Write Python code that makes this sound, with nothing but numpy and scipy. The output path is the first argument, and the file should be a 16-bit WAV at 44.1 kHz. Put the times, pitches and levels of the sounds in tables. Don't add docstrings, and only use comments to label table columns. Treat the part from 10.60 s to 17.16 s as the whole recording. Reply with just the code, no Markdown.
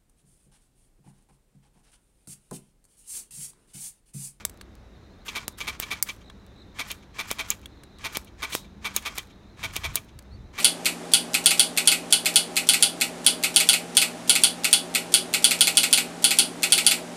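import sys
import numpy as np
from scipy.fft import rfft, irfft, next_fast_len
from scipy.io import wavfile
from scipy.ndimage import map_coordinates

SR = 44100
rng = np.random.default_rng(int(sys.argv[2]) if len(sys.argv) > 2 else 0)


def wav_record(signal):
    frames = np.transpose(np.atleast_2d(signal))
    bounded = np.clip(frames, -1, 1)
    quanta = np.round(bounded * 32767).astype(np.int16)
    wavfile.write(sys.argv[1], SR, quanta)


N = 289384
HIT_SAMPLES = SR // 4
T = np.arange(HIT_SAMPLES) / SR

# f/Hz, relative level/dB
FAN_RUSH = [(25, -27), (50, -21), (75, -11.5), (100, -18), (130, -8), (155, -13.5), (240, -2), (330, -3),
            (680, -4), (1000, -8.5), (2400, -14), (5000, -18.5), (10000, -19.5), (11500, -30), (13800, -34)]
# f/Hz, rms level/dB, waver depth
HUM_TONES = [(57.5, -67, .2), (119, -65.5, .4), (172, -47, 0.076), (239.6, -48.5, 0.21), (255.7, -52, 0.36),
             (286, -52, 0.42), (366, -54, 0.62)]
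# f/Hz, half-width/Hz, rms level/dB
CABINET_MODES = [(232, 16, -55), (304, 12, -55.5), (376, 18, -51.5), (470, 22, -53.5), (619, 33, -49),
                 (800, 33, -50.3)]
# lever lands t/s, lever lifts t/s
MORSE_MARKS = [(-.23, -.035), (.045, .256), (.536, .742), (.859, .907), (.995, 1.174), (1.274, 1.316),
               (1.525, 1.657), (1.758, 1.966), (2.089, 2.135), (2.225, 2.411), (2.664, 2.836),
               (2.961, 3.001), (3.089, 3.131), (3.369, 3.416), (3.695, 3.753), (3.836, 4.044),
               (4.129, 4.349), (4.540, 4.738), (4.843, 4.909), (5.008, 5.071), (5.171, 5.232),
               (5.328, 5.375), (5.642, 5.707), (5.787, 6.031), (6.122, 6.178), (6.265, 6.311)]
# f/Hz, relative level/dB
CONTACT_SNAP = [(300, -30), (1000, -17), (2000, -10), (3300, -0.5), (5000, -1.5), (6200, -1.5), (9000, -1),
                (11000, -8), (13800, -9)]
# f/Hz, relative level/dB, t60/s
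STOP_IMPACT_MODES = [(1870, -27, 0.019), (2203, -21, 0.022), (2800, -15.5, 0.015), (3295, -17.5, 0.014),
                     (3780, -16, 0.013), (4300, -13, 0.0089), (4650, -18, .01), (5750, -19.5, 0.0087),
                     (6720, -21, 0.0085), (7370, -13.5, .01), (8660, -10, 0.012), (9120, -14, 0.0093),
                     (9970, -13.5, 0.011), (12040, -16, 0.012), (13040, -16.5, .012)]
# f/Hz, relative level/dB, t60/s
STOP_RING_MODES = [(799, -39.5, 0.22), (1319, -43, 0.22), (1466, -38.5, 0.18), (1958, -33, 0.19),
                   (2085, -34.5, 0.19), (2155, -38, 0.22), (2285, -31, 0.17), (2420, -35, 0.19),
                   (2557, -28, 0.22), (2831, -32.5, 0.26), (2940, -38.5, 0.23), (3440, -32, 0.17),
                   (3550, -32, 0.15), (4188, -42, 0.17), (4260, -33, 0.17), (4400, -30.5, 0.18),
                   (4540, -40, 0.17), (7498, -36, 0.21), (7800, -39, 0.17), (8478, -36.3, 0.15),
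                   (8602, -36, 0.17), (12700, -39, 0.17)]
# f/Hz, relative level/dB
STOP_WASH_COLOUR = [(300, -25), (800, -12.5), (1050, -15.5), (1400, -4.5), (1700, -12), (2100, 1.5),
                    (2600, 5.5), (3200, -4.5), (4500, -2), (6300, -9.5), (7700, -2.5), (10000, -4),
                    (11300, -11.5), (13000, -8.5), (13900, -17)]
# f/Hz, relative level/dB, t60/s
ANVIL_IMPACT_MODES = [(2690, -17, .014), (3123, -13, 0.019), (3393, -2, 0.016), (3880, -5.5, 0.0095),
                      (4140, -5, 0.01), (4597, 1, 0.0083), (4850, -7.5, .007), (5570, -11, 0.0089),
                      (6800, -11.5, 0.0073), (7435, -5, 0.008), (8520, -3.5, 0.0089), (9017, 0, 0.011),
                      (9650, -4.5, 0.011), (10240, -1, 0.0095), (11070, -11, 0.01), (12080, -14, 0.011),
                      (13120, -20, .008)]
# f/Hz, relative level/dB, t60/s
ANVIL_RING_MODES = [(801.7, -32, 0.15), (1421, -32.5, 0.16), (1487, -31, .12), (2140, -37, 0.18),
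                    (2270, -33, 0.17), (2554, -31.5, 0.19), (2680, -32, 0.17), (2956, -24, 0.2),
                    (3094, -33, 0.16), (3280, -30.5, 0.22), (3336, -26.5, 0.21), (3422, -22, 0.21),
                    (3550, -40, 0.13), (4165, -29, 0.17), (4381, -21.5, 0.17), (4480, -43, 0.13),
                    (4570, -29, .17), (4683, -36, 0.19), (4825, -29.5, 0.23), (8712, -27.5, .18),
                    (8870, -32, 0.19), (8998, -26.5, 0.21), (9110, -28, 0.19), (9230, -26.5, 0.16),
                    (9550, -34, .17), (9628, -34, .17), (9700, -21, .18), (9900, -24, 0.16),
                    (10135, -33, 0.15), (10400, -26, .16)]
# f/Hz, relative level/dB
ANVIL_WASH_COLOUR = [(300, -34), (800, -14.5), (1100, -22.5), (1450, -12), (1750, -19), (2500, -5),
                     (3200, 1), (3800, -3), (4600, 1.5), (5400, -8.5), (6300, -10), (8000, -6.5),
                     (9100, -1), (10400, -2), (11400, -10.5), (13800, -20)]


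def amp(db):
    return 10 ** (np.asarray(db) / 20)


def unit(x):
    return x / np.sqrt(np.mean(x ** 2) + 1e-20)


def filtered(x, response):
    size = next_fast_len(len(x) + 8192)
    gains = response(np.fft.rfftfreq(size, 1 / SR))
    return irfft(rfft(x, size) * gains, size)[:len(x)]


def noise(colour, size):
    hz, db = np.transpose(colour)
    white = rng.standard_normal(size)
    return unit(filtered(white, lambda f: amp(np.interp(np.log(f + 1), np.log(hz + 1), db))))


def wobble(rate):
    return map_coordinates(rng.standard_normal(200), [np.arange(N) * rate / SR], mode="wrap")


def add(track, at_s, sound):
    start = round(at_s * SR)
    part = sound[max(-start, 0):max(len(track) - start, 0)]
    track[max(start, 0):][:len(part)] += part


def swell(rise_s):
    return 1 - np.exp(-(T / rise_s) ** 2)


def decay(db, t60):
    return amp(db - 60 * T / t60)


def struck_modes(modes, rise_s, scatter_db, count):
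    hz, db, t60 = np.transpose(modes)[:, :, None]
    phases = rng.uniform(0, 2 * np.pi, hz.shape)
    waves = swell(rise_s) * decay(db, t60) * np.sin(2 * np.pi * hz * T + phases)
    gains = amp(scatter_db * rng.standard_normal((count, len(waves))))
    return gains @ waves


def dense_modes(colour, fresh, count):
    rows = noise(colour, HIT_SAMPLES * (count + 1)).reshape(-1, HIT_SAMPLES)
    return np.sqrt(1 - fresh) * rows[0] + np.sqrt(fresh) * rows[1:]


def radio_gear():
    t = np.arange(N) / SR
    bed = amp(-41) * noise(FAN_RUSH, N)
    for hz, db, depth in HUM_TONES:
        waver = 1 + depth * (wobble(7) + 1j * wobble(6.3))
        bed += amp(db) * unit(np.real(waver * np.exp(2j * np.pi * hz * t)))
    for hz, half_width, db in CABINET_MODES:
        drone = filtered(rng.standard_normal(N), lambda f: 1 / (1 + ((f - hz) / half_width) ** 2))
        bed += amp(db) * unit(drone)
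    return bed


def hand_key(pull_in_s=0.02, drop_out_s=0.0076):
    count = len(MORSE_MARKS)
    tap_envelope = decay(db=-31, t60=0.12) * swell(0.00096)
    break_envelope = decay(db=-22, t60=0.004) + decay(db=-38, t60=0.12)
    taps = tap_envelope * dense_modes(CONTACT_SNAP, fresh=0.35, count=count)
    breaks = break_envelope * dense_modes(CONTACT_SNAP, fresh=0.31, count=count)
    track = np.zeros(N)
    for (lands, lifts), tap, snap in zip(MORSE_MARKS, taps, breaks):
        add(track, lands - pull_in_s, tap)
        add(track, lifts - drop_out_s, snap)
    return track


def lever_blows(times, *, impact, impact_db, impact_rise_s, crack_db, crack_t60, ring, ring_db,
                ring_rise_s, wash, wash_db, wash_rise_s, wash_t60, fresh, echoes):
    count = len(times)
    cracks = decay(crack_db, crack_t60) * swell(impact_rise_s) * dense_modes(CONTACT_SNAP, fresh, count)
    impacts = amp(impact_db) * struck_modes(impact, impact_rise_s, scatter_db=1.4, count=count)
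    washes = decay(wash_db, wash_t60) * swell(wash_rise_s) * dense_modes(wash, fresh, count)
    rings = amp(ring_db) * struck_modes(ring, ring_rise_s, scatter_db=1.6, count=count)
    track = np.zeros(N)
    for at_s, click, tail in zip(times, cracks + impacts, washes + rings):
        add(track, at_s, click + tail)
        for delay_s, db in echoes:
            add(track, at_s + delay_s, amp(db) * click)
    return track


def stop_clacks():
    return lever_blows(
        [lifts for _, lifts in MORSE_MARKS],
        impact=STOP_IMPACT_MODES, impact_db=-1.5, impact_rise_s=0.00076,
        crack_db=-16, crack_t60=0.025,
        ring=STOP_RING_MODES, ring_db=2, ring_rise_s=0.0048,
        wash=STOP_WASH_COLOUR, wash_db=-17.5, wash_rise_s=0.0039, wash_t60=0.2,
        fresh=0.22, echoes=[(0.0072, -2.5), (0.0145, -9.5)])


def anvil_clicks():
    return lever_blows(
        [lands for lands, _ in MORSE_MARKS],
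        impact=ANVIL_IMPACT_MODES, impact_db=-0.74, impact_rise_s=0.00071,
        crack_db=-10.5, crack_t60=0.018,
        ring=ANVIL_RING_MODES, ring_db=0.94, ring_rise_s=0.005,
        wash=ANVIL_WASH_COLOUR, wash_db=-13.5, wash_rise_s=0.0061, wash_t60=0.21,
        fresh=0.17, echoes=[(0.007, -5.5), (0.0152, -14)])


def scene():
    return (hand_key() + anvil_clicks() + stop_clacks() + radio_gear())[None]


def record(dry):
    clipped = np.clip(dry[0], -1, 1)
    return filtered(clipped, lambda hz: hz < 14000)[None]


dry = scene()
out = record(dry)
wav_record(out)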